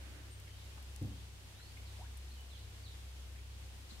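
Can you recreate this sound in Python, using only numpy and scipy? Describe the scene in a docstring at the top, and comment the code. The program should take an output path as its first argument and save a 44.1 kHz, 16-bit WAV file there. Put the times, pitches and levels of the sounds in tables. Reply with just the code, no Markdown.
"""A distant engine hums under a soft hiss of air and leaves, heard in stereo from a dirt paddock's edge.
Far birds whistle slurred notes that scatter off barn, fence and trees. A second in, a horse stamps
one hoof and the ground rings with a dull thud. Bubbles plip in a trough, rising in pitch as they
surface; small ticks, taps and scuffs come from near it, and one click from by the left microphone."""
import sys
import numpy as np
from scipy import signal
from scipy.fft import rfft, irfft, next_fast_len
from scipy.io import wavfile
from scipy.ndimage import map_coordinates

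SR = 44100
rng = np.random.default_rng(int(sys.argv[2]) if len(sys.argv) > 2 else 0)


def file_out(sig):
    """Save sig as 16-bit WAV at sys.argv[1]."""
    # one column per channel
    cols = np.atleast_2d(sig).T
    # limit, then scale
    lim = np.clip(cols, -1, 1)
    pcm = np.round(lim * 32767).astype(np.int16)
    wavfile.write(sys.argv[1], SR, pcm)


N = 176400
T = np.arange(N) / SR

# air and leaves all around: f/Hz, relative level/dB
AIR_SPECTRUM = [(82, -42), (140, -2), (238, -5.5), (333, -5.5), (466, -8.5), (504, -7.5), (602, -10.5),
                (859, -9), (930, -10), (1250, -12), (3100, -9), (6680, -15), (9160, -17), (14100, -25),
                (15600, -45)]
# the side the hiss leans to: f/Hz, pan/dB (left minus right throughout)
AIR_PAN = [(200, 2.5), (550, 2.8), (2000, -0.1), (4000, 1), (8000, -1.2), (10000, 3), (12500, -5)]
# how alike diffuse noise is at the two microphones: f/Hz, coherence
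COHERENCE = [(60, 0.65), (150, 0.66), (300, 0.69), (550, 0.44), (1000, 0.14), (2000, -0.18), (12000, 0.032)]
# the far engine's shaft rotation: t/s, f/Hz
SHAFT_SPEED = [(0, 33.1), (1, 33), (1.5, 32.61), (4, 32.62)]
# its hum at twice the shaft rate: t/s, level/dB
SECOND_ORDER = [(0, -49.5), (.18, -52), (.45, -55), (.9, -49.5), (1.1, -48.5), (1.35, -53.5), (1.53, -58.5),
                (1.7, -54.5), (1.85, -51), (2.1, -48.5), (2.4, -49), (2.72, -53), (3.05, -49.8), (3.4, -49),
                (3.75, -50.5), (3.87, -54.5), (4, -51.5)]
# its hum at three times the shaft rate: t/s, level/dB
THIRD_ORDER = [(0, -65), (.3, -56.5), (.52, -54), (.85, -63), (1.25, -57), (1.599, -62), (1.85, -55),
               (2.05, -54.5), (2.35, -68), (2.65, -55), (2.95, -56.5), (3.17, -67.5), (3.42, -58),
               (3.7, -58), (4, -64)]
# the rumble under the hum: f/Hz, relative level/dB
RUMBLE_SPECTRUM = [(18, -14), (35, -0.5), (55, 1), (82, 4), (100, 2.5), (122, -1.5), (145, -5.5),
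                   (190, -33.5)]
# far bird notes: t/s, length/s, start f/Hz, middle f/Hz, end f/Hz, relative level/dB, pan/dB
CHIRPS = [(0.485, 0.071, 2850, 3050, 3120, -71.5, -4), (1.102, .05, 2900, 3140, 3270, -73, 0),
          (1.53, 0.22, 3350, 4306, 4780, -69.5, -8), (1.854, 0.038, 5000, 4180, 3400, -66.5, -5),
          (2.3, 0.031, 3900, 4300, 4700, -67, -4), (2.346, 0.083, 3300, 2963, 3110, -70, -4),
          (2.49, .09, 4390, 3435, 2866, -67, -9), (2.549, .04, 4400, 4020, 3630, -69, -2),
          (2.58, .08, 3070, 2960, 3400, -76, -8), (2.83, 0.057, 4720, 4150, 3118, -61.5, -5),
          (2.898, 0.033, 4100, 3650, 3250, -67, 3)]
# farther calls, blurred into a band of noise: t/s, length/s, level/dB
TWITTERS = [(.54, .08, -66), (1.121, 0.092, -66.5), (2.52, 0.13, -66.5), (3.49, .07, -69)]
# one nearer note, thin and high: t/s, length/s, start f/Hz, end f/Hz
PEEP = (.303, .052, 8650, 8590)
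# sharp ticks near the trough: t/s, relative level/dB, f/Hz, t60/s, Q, pan/dB
TICKS = [(0.4, -52, 10000, 0.018, 1, 6), (.827, -53, 9000, .012, 1, 2), (1.026, -54, 10000, .02, 1, 2),
         (2.1717, -46, 9500, 0.013, 3.3, 7), (2.177, -55, 10000, 0.034, 1.4, 4),
         (2.409, -56, 13000, .015, 1, 0)]
# a dry click right by the left microphone: t/s, level/dB, f/Hz, t60/s, pan/dB
CLICKS = [(0.9625, -29.5, 8800, 0.00056, 26)]
# light taps: t/s, level/dB, f/Hz, t60/s, Q
TAPS = [(.47, -59.5, 2070, .14, 3.4), (0.774, -58, 970, 0.13, 0.83), (1.596, -58, 1630, 0.076, 3.3),
        (1.768, -56.5, 2270, 0.1, 5), (3.355, -61, 2000, .1, 3), (3.38, -61, 2300, 0.098, 3),
        (3.903, -57.5, 4150, 0.18, 5.8), (3.918, -52, 199, 0.091, 1.9)]
# scuffs on dirt: t/s, rise/s, hold/s, t60/s, level/dB, pan/dB
SCUFFS = [(-.02, 0.029, 0.2, 1.35, -60, -6), (3.886, .01, .03, 0.6, -61.5, 5)]
# one spectrum for each scuff: f/Hz, relative level/dB
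SCUFF_SPECTRA = [
    [(120, -8), (330, 6), (450, -2.5), (620, 0), (950, -9), (1600, -0.5), (3000, -8), (5500, -19),
     (10000, -16.5), (15000, -31)],
    [(200, -16), (1500, 4), (2800, -1), (4200, 9), (5500, -1), (8000, 1), (15000, -20)],
]
# bubbles in the trough: t/s, length/s, start f/Hz, end f/Hz, level/dB
PLIPS = [(1.986, .054, 556, 1124, -58), (2.04, 0.032, 1307, 1850, -66.5)]
# the hoof's blow and its settling: t/s, level/dB
HOOF_BLOWS = [(1.014, -31.5), (1.0442, -38), (1.073, -50), (1.112, -42)]
# the ground ringing under the hoof: f/Hz, relative level/dB, t60/s
GROUND_MODES = [(100.4, 0.5, 0.14), (123.8, -12, 0.51), (181, -13.5, 0.4), (200, -19.5, 0.51),
                (245.7, -14, 0.3), (283, -9, 0.18), (299, -22, 0.36), (502.5, -23, 0.17), (634, -33, 0.19)]
# the stamp's low noise: f/Hz, relative level/dB
THUD_SPECTRUM = [(50, -22), (85, 10), (130, -9), (300, -2.5), (420, -20), (750, -19), (1300, -40.5)]

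YARD_T60 = 0.35  # s


def amp(db):
    """Decibels to gain."""
    return 10 ** (np.asarray(db) / 20)


def unit(x):
    """Scaled to rms 1."""
    return x / np.sqrt(np.mean(x ** 2) + 1e-20)


def along(points, hz):
    """A curve of (f/Hz, value) points, read on a log frequency axis."""
    f, v = np.transpose(points)
    return np.interp(np.log(hz + 1), np.log(f + 1), v)


def wobble(rate):
    """A smooth random curve, rate knots a second."""
    return map_coordinates(rng.standard_normal(int(N * rate / SR) + 4), [T * rate])


def filtered(x, response):
    """x shaped by a gain that depends on frequency."""
    size = next_fast_len(N + SR // 2)
    return irfft(rfft(x, size) * response(np.fft.rfftfreq(size, 1 / SR)), size)[..., :N]


def pan(db):
    """Constant-power gains, the left db above the right."""
    return unit(amp(np.array([[db], [-db]]) / 2))


def band(hz, q):
    """Stereo noise through one resonance, applied twice."""
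    def resonance(f):
        damping = (f * hz / q) ** 2
        return damping / ((hz * hz - f * f) ** 2 + damping)
    return unit(filtered(rng.standard_normal((2, N)), resonance))


def diffuse(spectrum):
    """Noise of rms 1 from all around, most alike at the two microphones in the bass."""
    def mid_side_gains(hz):
        angle = np.arccos(np.clip(along(COHERENCE, hz), -1, 1)) / 2
        return amp(along(spectrum, hz)) * [np.cos(angle), np.sin(angle)]
    mid, side = filtered(rng.standard_normal((2, N)), mid_side_gains)
    return unit(np.array([mid + side, mid - side]))


def burst(start, rise, hold, t60):
    """Linear attack, hold and exponential release."""
    return np.clip((T - start) / rise, 0, 1) * amp(-60 * np.maximum(T - start - rise - hold, 0) / t60)


def ring(start, hz, t60, rise):
    """One struck mode: a decaying sine."""
    return burst(start, rise, 0, t60) * np.sin(2 * np.pi * hz * (T - start))


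def glide(start, length, pitches, waver):
    """A rounded whistle that passes smoothly through the pitches."""
    progress = np.clip((T - start) / length, 0, 1)
    contour = np.polyfit(np.linspace(0, 1, len(pitches)), np.log(pitches), len(pitches) - 1)
    hz = np.exp(np.polyval(contour, progress)) * (1 + waver * wobble(300))
    envelope = np.sqrt(2 * np.abs(np.sin(np.pi * progress)))
    return envelope * np.sin(2 * np.pi * np.cumsum(hz) / SR)


def yard(x):
    """A short scatter from barn, fence and trees."""
    t = T[:SR // 2]
    tail = rng.standard_normal((2, len(t))) * amp(-60 * t / YARD_T60)
    return signal.fftconvolve(x, tail / np.linalg.norm(tail[0]), axes=1)[:, :N]


def air(level_db=-59.14):
    """Air and leaves all around the microphones: an even hiss that barely moves."""
    hiss = filtered(diffuse(AIR_SPECTRUM), lambda hz: amp(np.outer([.5, -.5], along(AIR_PAN, hz))))
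    flutter_db = 0.35 * wobble(2.93) + 0.43 * wobble(16)
    return amp(level_db + flutter_db) * hiss


def engine(wander=0.0033, rumble_db=-60.5):
    """Far off, two low engine orders over a rumble, each swelling and fading on its way here."""
    shaft_hz = np.interp(T, *np.transpose(SHAFT_SPEED)) * (1 + wander * wobble(3.17))
    turns = np.cumsum(shaft_hz) / SR
    hum = sum(amp(np.interp(T, *np.transpose(levels))) * np.sin(2 * np.pi * order * turns)
              for order, levels in [(2, SECOND_ORDER), (3, THIRD_ORDER)])
    return np.sqrt(2) * hum * pan(1.0) + amp(rumble_db) * diffuse(RUMBLE_SPECTRUM)


def birds(direct_db=0.5, scatter_db=3, peep_db=-64, peep_scatter_db=-5):
    """Slurred notes smeared by distance, a blurred twitter behind them, a nearer peep on the left."""
    song = sum(amp(db) * pan(side) * glide(start, length, pitches, waver=0.022)
               for start, length, *pitches, db, side in CHIRPS)
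    swells = sum(amp(db) * burst(start, length / 2, length / 2, YARD_T60)
                 for start, length, db in TWITTERS)
    twitter = swells * band(hz=3800, q=1.9)
    start, length, *pitches = PEEP
    peep = amp(peep_db) * pan(11) * glide(start, length, pitches, waver=0.0018)
    scatter = yard(amp(scatter_db) * song + amp(peep_scatter_db) * peep)
    return amp(direct_db) * song + twitter + peep + scatter


def small_sounds(tick_trim_db=-1.5):
    """Ticks, taps and gritty scuffs around the trough, and one click close to the left microphone."""
    ticks = sum(amp(db + tick_trim_db) * pan(side) * burst(start, 0.0001, 0, t60) * band(hz, q)
                for start, db, hz, t60, q, side in TICKS)
    click = sum(amp(db) * pan(side) * ring(start, hz, t60, rise=1 / SR)
                for start, db, hz, t60, side in CLICKS)
    taps = sum(amp(db) * burst(start, 0.0033, 0, t60) * band(hz, q) for start, db, hz, t60, q in TAPS)
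    scuffs = sum(amp(db) * pan(side) * burst(*timing) * diffuse(spectrum)
                 for (*timing, db, side), spectrum in zip(SCUFFS, SCUFF_SPECTRA))
    grit = amp(2 * wobble(45))
    return ticks + click + taps + scuffs * grit


def water(scatter_db=-6):
    """In the trough, a little to the left, bubbles rise in pitch as they surface."""
    plips = pan(3.7) * sum(amp(db) * glide(start, length, pitches, waver=0.022)
                           for start, length, *pitches, db in PLIPS)
    return plips + amp(scatter_db) * yard(plips)


def hoof(thud_db=-49.5):
    """Straight ahead, a hoof stamps and settles, ringing the ground and leaving a low rumble."""
    blows = sum(amp(blow_db + mode_db) * ring(start, hz, t60, rise=0.00425)
                for start, blow_db in HOOF_BLOWS for hz, mode_db, t60 in GROUND_MODES)
    thud = burst(HOOF_BLOWS[0][0], rise=0.007, hold=0.048, t60=0.45) * diffuse(THUD_SPECTRUM)
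    return blows + amp(thud_db) * thud


def scene():
    """Everything that reaches the paddock's edge."""
    return air() + engine() + birds() + small_sounds() + water() + hoof()


def record(dry):
    """The microphone chain keeps nothing above its band limit."""
    return filtered(dry, lambda hz: hz < 15780)


dry = scene()
out = record(dry)
file_out(out)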